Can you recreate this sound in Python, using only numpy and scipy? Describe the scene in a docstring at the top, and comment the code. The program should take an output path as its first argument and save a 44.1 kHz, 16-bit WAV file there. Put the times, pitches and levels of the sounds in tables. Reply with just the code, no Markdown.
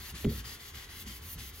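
"""A sanding block is rubbed to and fro over a wet painted body panel, close by, above a low workshop rumble.
From the start, about six strokes a second, friction makes the grit rasp and the water film hiss,
while the judder of the block forces the hollow panel into a drone. At about 0.25 s the block clicks
and knocks over a seam, and the panel's modes ring out. The strokes go on to the end, with softer thuds
at some of the turns, the last near 1.4 s."""
import sys
import numpy as np
from scipy import signal
from scipy.fft import rfft, irfft, next_fast_len
from scipy.io import wavfile
from scipy.ndimage import map_coordinates

SR = 44100
rng = np.random.default_rng(int(sys.argv[2]) if len(sys.argv) > 2 else 0)


def put_to_file(sound):
    """Save the sound as 16-bit audio at rate SR, in the file named by the first command-line argument."""
    columns = np.atleast_2d(sound).T  # one column per channel
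    safe = np.clip(columns, -1, 1)
    whole_steps = np.round(safe * 32767)
    wavfile.write(sys.argv[1], SR, whole_steps.astype(np.int16))


N = 70560
TIME = np.arange(N) / SR

# Noise spectra, each a relative density (f/Hz, level/dB):
RUMBLE_SPECTRUM = [(20, -13), (40, 7), (70, 0), (110, -2), (200, -12.5), (420, -8.5), (560, -20.5),
                   (1000, -13.5), (2000, -17), (8000, -56), (16000, -69)]  # the workshop
BODY_SPECTRUM = [(20, -32), (45, -6.5), (65, -1.5), (95, 1), (130, -4), (180, -11.5), (220, -5.5),
                 (300, -16.5), (420, -17.5), (600, -47), (2000, -74)]  # the shaken hollow panel
THUD_SPECTRUM = [(30, -23), (110, -8), (160, 9), (270, -4), (420, -3.5), (560, -19), (750, -42),
                 (1100, -50), (3000, -90)]  # the unpitched part of a knock
CRACK_SPECTRUM = [(600, -18), (1400, 2.5), (3900, -5), (5200, -38), (12000, -40)]  # the unpitched part of a click
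RASP_SPECTRUM = [(500, -13), (1500, -12), (2600, -1), (3300, 1), (4800, -0.5), (5400, -1.5), (6600, 0),
                 (8200, -10), (11000, -5), (16000, -40)]  # grit on paint
HISS_SPECTRUM = [(100, -90), (2000, -54), (4500, -39), (7000, -16), (9000, -11.5), (10000, -1.5),
                 (11200, 1.5), (12400, 1), (14000, 1.5), (15600, 0.5)]  # the water film
SCRAPE_SPECTRUM = [(200, -34), (400, -3.5), (600, -8.5), (880, -4), (1150, -1), (1450, 1), (1900, 4.5),
                   (2600, -2.5), (4000, -2.5), (9000, -71)]  # the panel's broad response to friction
# Envelope of the panel's drone (t/s, level/dB)
DRONE_ENVELOPE = [(0.0, -43.5), (0.08, -55.5), (0.14, -43.5), (0.2, -48.5), (0.29, -38.5), (0.42, -42.5),
                  (0.51, -52.5), (0.698, -66), (0.735, -48.5), (0.776, -47.5), (0.82, -64), (0.942, -51.5),
                  (0.994, -54.5), (1.055, -44.5), (1.128, -47.5), (1.19, -54), (1.222, -47.5), (1.336, -52),
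                  (1.385, -48), (1.6, -52)]
# Low modes of the panel (f/Hz, level/dB, T60/s)
PANEL_MODES = [(67.2, -4, 0.24), (102.3, -2.5, 0.23), (150.3, -1, 0.18), (218.8, -2, 0.18),
               (239.2, -0.5, 0.17), (276, -18, 0.059), (338, -8.5, 0.17), (405.7, 0.5, 0.13),
               (449.7, -9.5, 0.16), (536, -17, 0.095), (643, -17.5, 0.087)]
# Blows of the block on the panel (t/s, level/dB, centre of the excited band f/Hz, its spread/octaves)
KNOCK_EVENTS = [(0.137, -43.5, 122, 0.41), (0.2434, -28.5, 430, .7), (0.2482, -26, 212, 0.84),
                (0.2661, -22, 152, 1.04), (0.314, -40.5, 535, 0.24), (1.065, -42.5, 214, 0.14),
                (1.358, -47, 157, 0.31), (1.381, -43, 98.5, 0.78)]
# Contacts of the block's edge with the seam (t/s, level/dB, f/Hz)
SEAM_CONTACTS = [(0.2466, -29.5, 3070), (0.2514, -28, 2030)]
# Narrow resonances of the panel and of the block (f/Hz, bandwidth/Hz, level/dB)
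PANEL_RESONANCES = [(1105, 40, -0.5), (2043, 122, 2), (3077, 190, 0), (3380, 250, -1)]
BLOCK_RESONANCES = [(4044, 150, -3.5), (4530, 600, -3.5), (4907, 95, 1.5)]
# Strokes, each lasting until the next (start t/s, rasp level/dB, its change over the stroke/dB,
# hiss level/dB, its change/dB, scrape level/dB, panel ring level/dB, block ring level/dB,
# opening bite/dB, judder f/Hz, slowing time/s)
STROKE_PLAN = [(-0.02, -50, 4, -50, 9, -52.5, -60, -55.5, -2, 71.55, 0.033),
               (0.135, -50.5, 0, -50.5, 15, -54.5, -58, -61, 2, 69.9, 0.059),
               (0.28, -50, 6, -49, 1, -54.5, -55, -54, -0.5, 68.35, 0.042),
               (0.434, -49, -3.5, -51.5, 1.5, -52, -57, -54.5, -1, 67.7, 0.044),
               (0.587, -52.5, 6.5, -54, 4, -57.5, -59, -60.5, 0.5, 85.3, 0.044),
               (0.733, -51.5, -2.5, -55.5, -7, -54, -56, -57, 0.5, 61.95, 0.04),
               (0.881, -52, 8.5, -51.5, 21, -57.5, -57, -61, 0.5, 86.33, 0.036),
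               (1.053, -52, 0, -51.5, 7, -62.5, -56, -64.5, 3.5, 60.4, 0.041),
               (1.208, -52, 4.5, -46, 21, -59.5, -60, -72, 0, 79.3, 0.042),
               (1.373, -51.5, -2, -50, 2, -58.5, -58.5, -70, 2.5, 66.5, 0.03),
               (1.522, -53, 5, -38.5, 33, -64.5, -65.5, -68, 1, 83.8, 0.038)]
# Coherence between the two microphone ports (f/Hz, coherence, limited to 1 in use)
PORT_COHERENCE = [(60, 1), (270, 1), (500, .5), (1200, 0.34), (2000, 0.2), (2700, 0.13), (4000, .5),
                  (5600, 1.8), (7000, 0), (9000, 3), (10500, 1.5), (15000, 1)]
# Level difference between the ports (f/Hz, left minus right level/dB)
PORT_BALANCE = [(400, -0.1), (1500, -1), (2500, 4), (3300, 1), (4300, 4), (5300, 8.5), (6500, 5.5),
                (7300, -1), (8200, -10), (10200, -12.5), (11300, -1), (12400, -1), (14500, 5.5),
                (16000, -5)]
# Phase difference between the ports (f/Hz, lead of the left/rad)
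PORT_PHASE = [(200, -0.035), (500, -0.58), (800, -0.34), (1200, 0.85), (2000, 0.22), (3100, -0.53),
              (3900, 1.52), (5000, 1.5), (7000, 1.1), (16000, -0.12)]

LAST_TURN_S, BITE_S = 1.93, 0.09  # end of the final stroke; how long the grit digs in after a turn
GRAINS_PER_S, GRAIN_SPREAD_DB = 3800, 3.5
PATCH_DB, PATCH_HZ, PATCH_S = 2.5, 89.16, 0.0999  # shifting spectral peaks and valleys: depth, width, life
KNOCK_RISE_S, THUD_T60_S, CLICK_T60_S = 0.00086, 0.12, 0.0052
PUSH_DB, PUSH_CYCLES = -1.5, 7.4  # the panel yields to a blow; this swing falls 60 dB in so many cycles
MASS_LOADING = 0.0072  # fraction by which the block's weight detunes the modes from knock to knock
PAD_CUTOFF_HZ = 690  # the block's soft pad dulls a knock's ring above this
BAND_LIMIT_HZ = 15850


def amp(db):
    """Amplitude ratio of a level in decibels."""
    return 10 ** (np.asarray(db) / 20)


def unit_rms(x):
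    """Normalisation to an rms of 1."""
    return x / np.sqrt(np.mean(x ** 2) + 1e-20)


def along(points, hz):
    """Interpolation of (f/Hz, value) points on a logarithmic frequency axis."""
    f, values = np.transpose(points)
    return np.interp(np.log(hz + 1), np.log(f + 1), values)


def wobble(knots_per_s):
    """Smooth random fluctuation: a spline through Gaussian values."""
    return map_coordinates(rng.standard_normal(int(N * knots_per_s / SR) + 4), [TIME * knots_per_s])


def noise():
    """Two incoherent white noises."""
    return rng.standard_normal((2, N))


def colour(points):
    """Amplitude response of a (f/Hz, level/dB) table."""
    return lambda hz: amp(along(points, hz))


def resonances(table):
    """Superposition of damped second-order resonators of alternating sign."""
    return lambda f: sum((-1) ** k * amp(db) * 1j * f * width / (f0 * f0 - f * f + 1j * f * width)
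                         for k, (f0, width, db) in enumerate(table))


def filtered(x, response):
    """Linear filtering: the spectrum is multiplied by a frequency response."""
    size = next_fast_len(N + SR // 2)
    return irfft(rfft(x, size) * response(np.fft.rfftfreq(size, 1 / SR)), size)[..., :N]


def stereo(pair, response):
    """Partial coherence: two independent signals, filtered, mix as mid and side to an rms of 1."""
    def mid_side(hz):
        angle = np.arccos(np.clip(along(PORT_COHERENCE, hz), -1, 1)) / 2
        return response(hz) * np.array([np.cos(angle), np.sin(angle)])
    mid, side = filtered(pair, mid_side)
    return unit_rms(np.array([mid + side, mid - side]))


def workshop_rumble(level_db=-55):
    """Stationary background noise, densest at low frequencies."""
    return amp(level_db) * stereo(noise(), colour(RUMBLE_SPECTRUM))


def panel_drone(judder_db=-1.5, body_db=-6, wander=0.079):
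    """Forced vibration: the block judders at an unsteady rate, new in each stroke, and shakes the panel."""
    level_db = np.interp(TIME, *np.transpose(DRONE_ENVELOPE))
    starts, *_, judder_hz, _ = np.transpose(STROKE_PLAN)
    stroke = np.maximum(np.searchsorted(starts, TIME) - 1, 0)
    hz = judder_hz[stroke] * np.exp(wander * wobble(24.95))
    judder = np.sqrt(2) * np.sin(2 * np.pi * np.cumsum(hz) / SR)
    body = stereo(noise(), colour(BODY_SPECTRUM))
    return amp(level_db) * (amp(judder_db) * judder + amp(body_db) * body)


def panel_knocks(thud_db=-6):
    """Impact excitation: a blow pushes the panel in; modes in one band decay freely over a dull thud."""
    ring, thud = np.zeros((2, N)), np.zeros((2, N))
    mode_hz, mode_db, t60 = np.transpose(PANEL_MODES)[:, :, None]
    for start, db, centre_hz, octaves in KNOCK_EVENTS:
        t = np.maximum(TIME - start, 0)
        rise = 1 - np.exp(-t / KNOCK_RISE_S)
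        excitation = lambda f: np.exp(-.5 * (np.log2((f + 1) / centre_hz) / octaves) ** 2)
        loaded_hz = mode_hz * (1 + MASS_LOADING * rng.standard_normal(mode_hz.shape))
        modes = excitation(mode_hz) * amp(mode_db - 60 * t / t60) * np.sin(2 * np.pi * loaded_hz * t)
        port_gains = amp(0.8 * rng.standard_normal((2, len(PANEL_MODES))))
        push = amp(PUSH_DB - 60 * t * centre_hz / PUSH_CYCLES) * np.sin(2 * np.pi * centre_hz * t)
        ring += amp(db) * rise ** 2 * (push + port_gains @ modes)
        band = stereo(noise(), lambda f: colour(THUD_SPECTRUM)(f) * excitation(f))
        thud += amp(db + thud_db - 60 * t / THUD_T60_S) * rise * band
    soft_pad = signal.butter(4, PAD_CUTOFF_HZ, fs=SR, output="sos")
    return signal.sosfilt(soft_pad, ring) + thud


def seam_clicks(crack_db=-5):
    """Contact transients: the block's edge snaps over the seam with a heavily damped ring and a crack."""
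    out = np.zeros((2, N))
    for start, db, hz in SEAM_CONTACTS:
        t = np.maximum(TIME - start, 0)
        crack = amp(crack_db) * stereo(noise(), colour(CRACK_SPECTRUM))
        out += (t > 0) * amp(db - 60 * t / CLICK_T60_S) * (np.sin(2 * np.pi * hz * t) + crack)
    return out


def grit(grain_db):
    """Shot noise: countless tiny catches of the abrasive merge, and single larger ones stand out."""
    catches = (rng.random((2, N)) < GRAINS_PER_S / SR) * np.sign(noise())
    sizes = amp(GRAIN_SPREAD_DB * np.minimum(rng.exponential(size=(2, N)), 5))
    return noise() + amp(grain_db) * unit_rms(catches * sizes)


def stroke_gain(levels_db, changes_db, attack_s, turn_db, bites=True):
    """Friction noise follows sliding speed: each stroke speeds up, may bite, slides and slows to a turn."""
    starts, *_, bite_db, _, slowing_s = np.transpose(STROKE_PLAN)
    turns = np.append(starts, LAST_TURN_S)
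    k = np.clip(np.searchsorted(turns, TIME) - 1, 0, len(STROKE_PLAN) - 1)
    since, until = TIME - turns[k], turns[k + 1] - TIME
    ease = lambda u: np.sin(np.pi / 2 * np.clip(u, 0, 1)) ** 2
    speed = ease(since / attack_s) * ease(until / slowing_s[k])
    slide_db = levels_db[k] + changes_db[k] * (since / (since + until) - .5)
    digging_db = bites * bite_db[k] * ease(2 * (1 - since / BITE_S))
    resting_db = np.mean(levels_db) + turn_db
    return amp(speed * (slide_db + digging_db) + (1 - speed) * resting_db)


def moving_contact(x):
    """Modal coupling depends on position: dense upper modes come and go, here as random spectral gains."""
    hz, t, spectra = signal.stft(x, SR, nperseg=1024)
    grid = np.meshgrid(hz / PATCH_HZ, t / PATCH_S, indexing="ij")
    patches = map_coordinates(rng.standard_normal((512, 64)), grid, mode="mirror")
    return signal.istft(spectra * amp(PATCH_DB * patches), SR, nperseg=1024)[1][:, :N]


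def sanding():
    """Sliding friction: grit rasps, the water film hisses, and panel and block resonate."""
    _, rasp_db, rasp_change, hiss_db, hiss_change, scrape_db, panel_db, block_db, *_ = zip(*STROKE_PLAN)
    rasp_db, hiss_db, scrape_db, panel_db, block_db = np.array(
        [rasp_db, hiss_db, scrape_db, panel_db, block_db])
    rasp = stereo(grit(grain_db=-5), colour(RASP_SPECTRUM))
    rasp *= stroke_gain(rasp_db, np.array(rasp_change), attack_s=0.022, turn_db=-8.5)
    hiss = stereo(grit(grain_db=-8.5), colour(HISS_SPECTRUM))
    hiss *= stroke_gain(hiss_db, np.array(hiss_change), attack_s=0.025, turn_db=-16, bites=False)
    easing_db = np.minimum(rasp_change, 0) - 1.5  # scrape and ringing fade as the push eases
    scrape = stereo(grit(grain_db=1), colour(SCRAPE_SPECTRUM))
    scrape *= stroke_gain(scrape_db, easing_db, attack_s=0.013, turn_db=-3.5)
    panel = stereo(grit(grain_db=-0.5), resonances(PANEL_RESONANCES))
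    panel *= stroke_gain(panel_db, easing_db, attack_s=0.013, turn_db=-4.5)
    block = stereo(grit(grain_db=5.5), resonances(BLOCK_RESONANCES))
    block *= stroke_gain(block_db, easing_db, attack_s=0.022, turn_db=-8.5)
    pressure = amp(0.17 * wobble(48.9))
    return pressure * moving_contact(rasp + hiss + scrape + panel + block)


def scene():
    """Superposition of the sanding, the panel's vibration, the seam and the workshop."""
    return sanding() + panel_drone() + panel_knocks() + seam_clicks() + workshop_rumble()


def record(dry):
    """Band-limited stereo pickup: the two microphone ports differ in level and phase with frequency."""
    def ports(hz):
        ratio = amp(along(PORT_BALANCE, hz))
        lead = np.exp(.5j * along(PORT_PHASE, hz))
        constant_power = np.sqrt(2 / (1 + ratio ** 2))
        return np.array([ratio * lead, 1 / lead]) * constant_power * (hz < BAND_LIMIT_HZ)
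    return filtered(dry, ports)


dry = scene()
out = record(dry)
put_to_file(out)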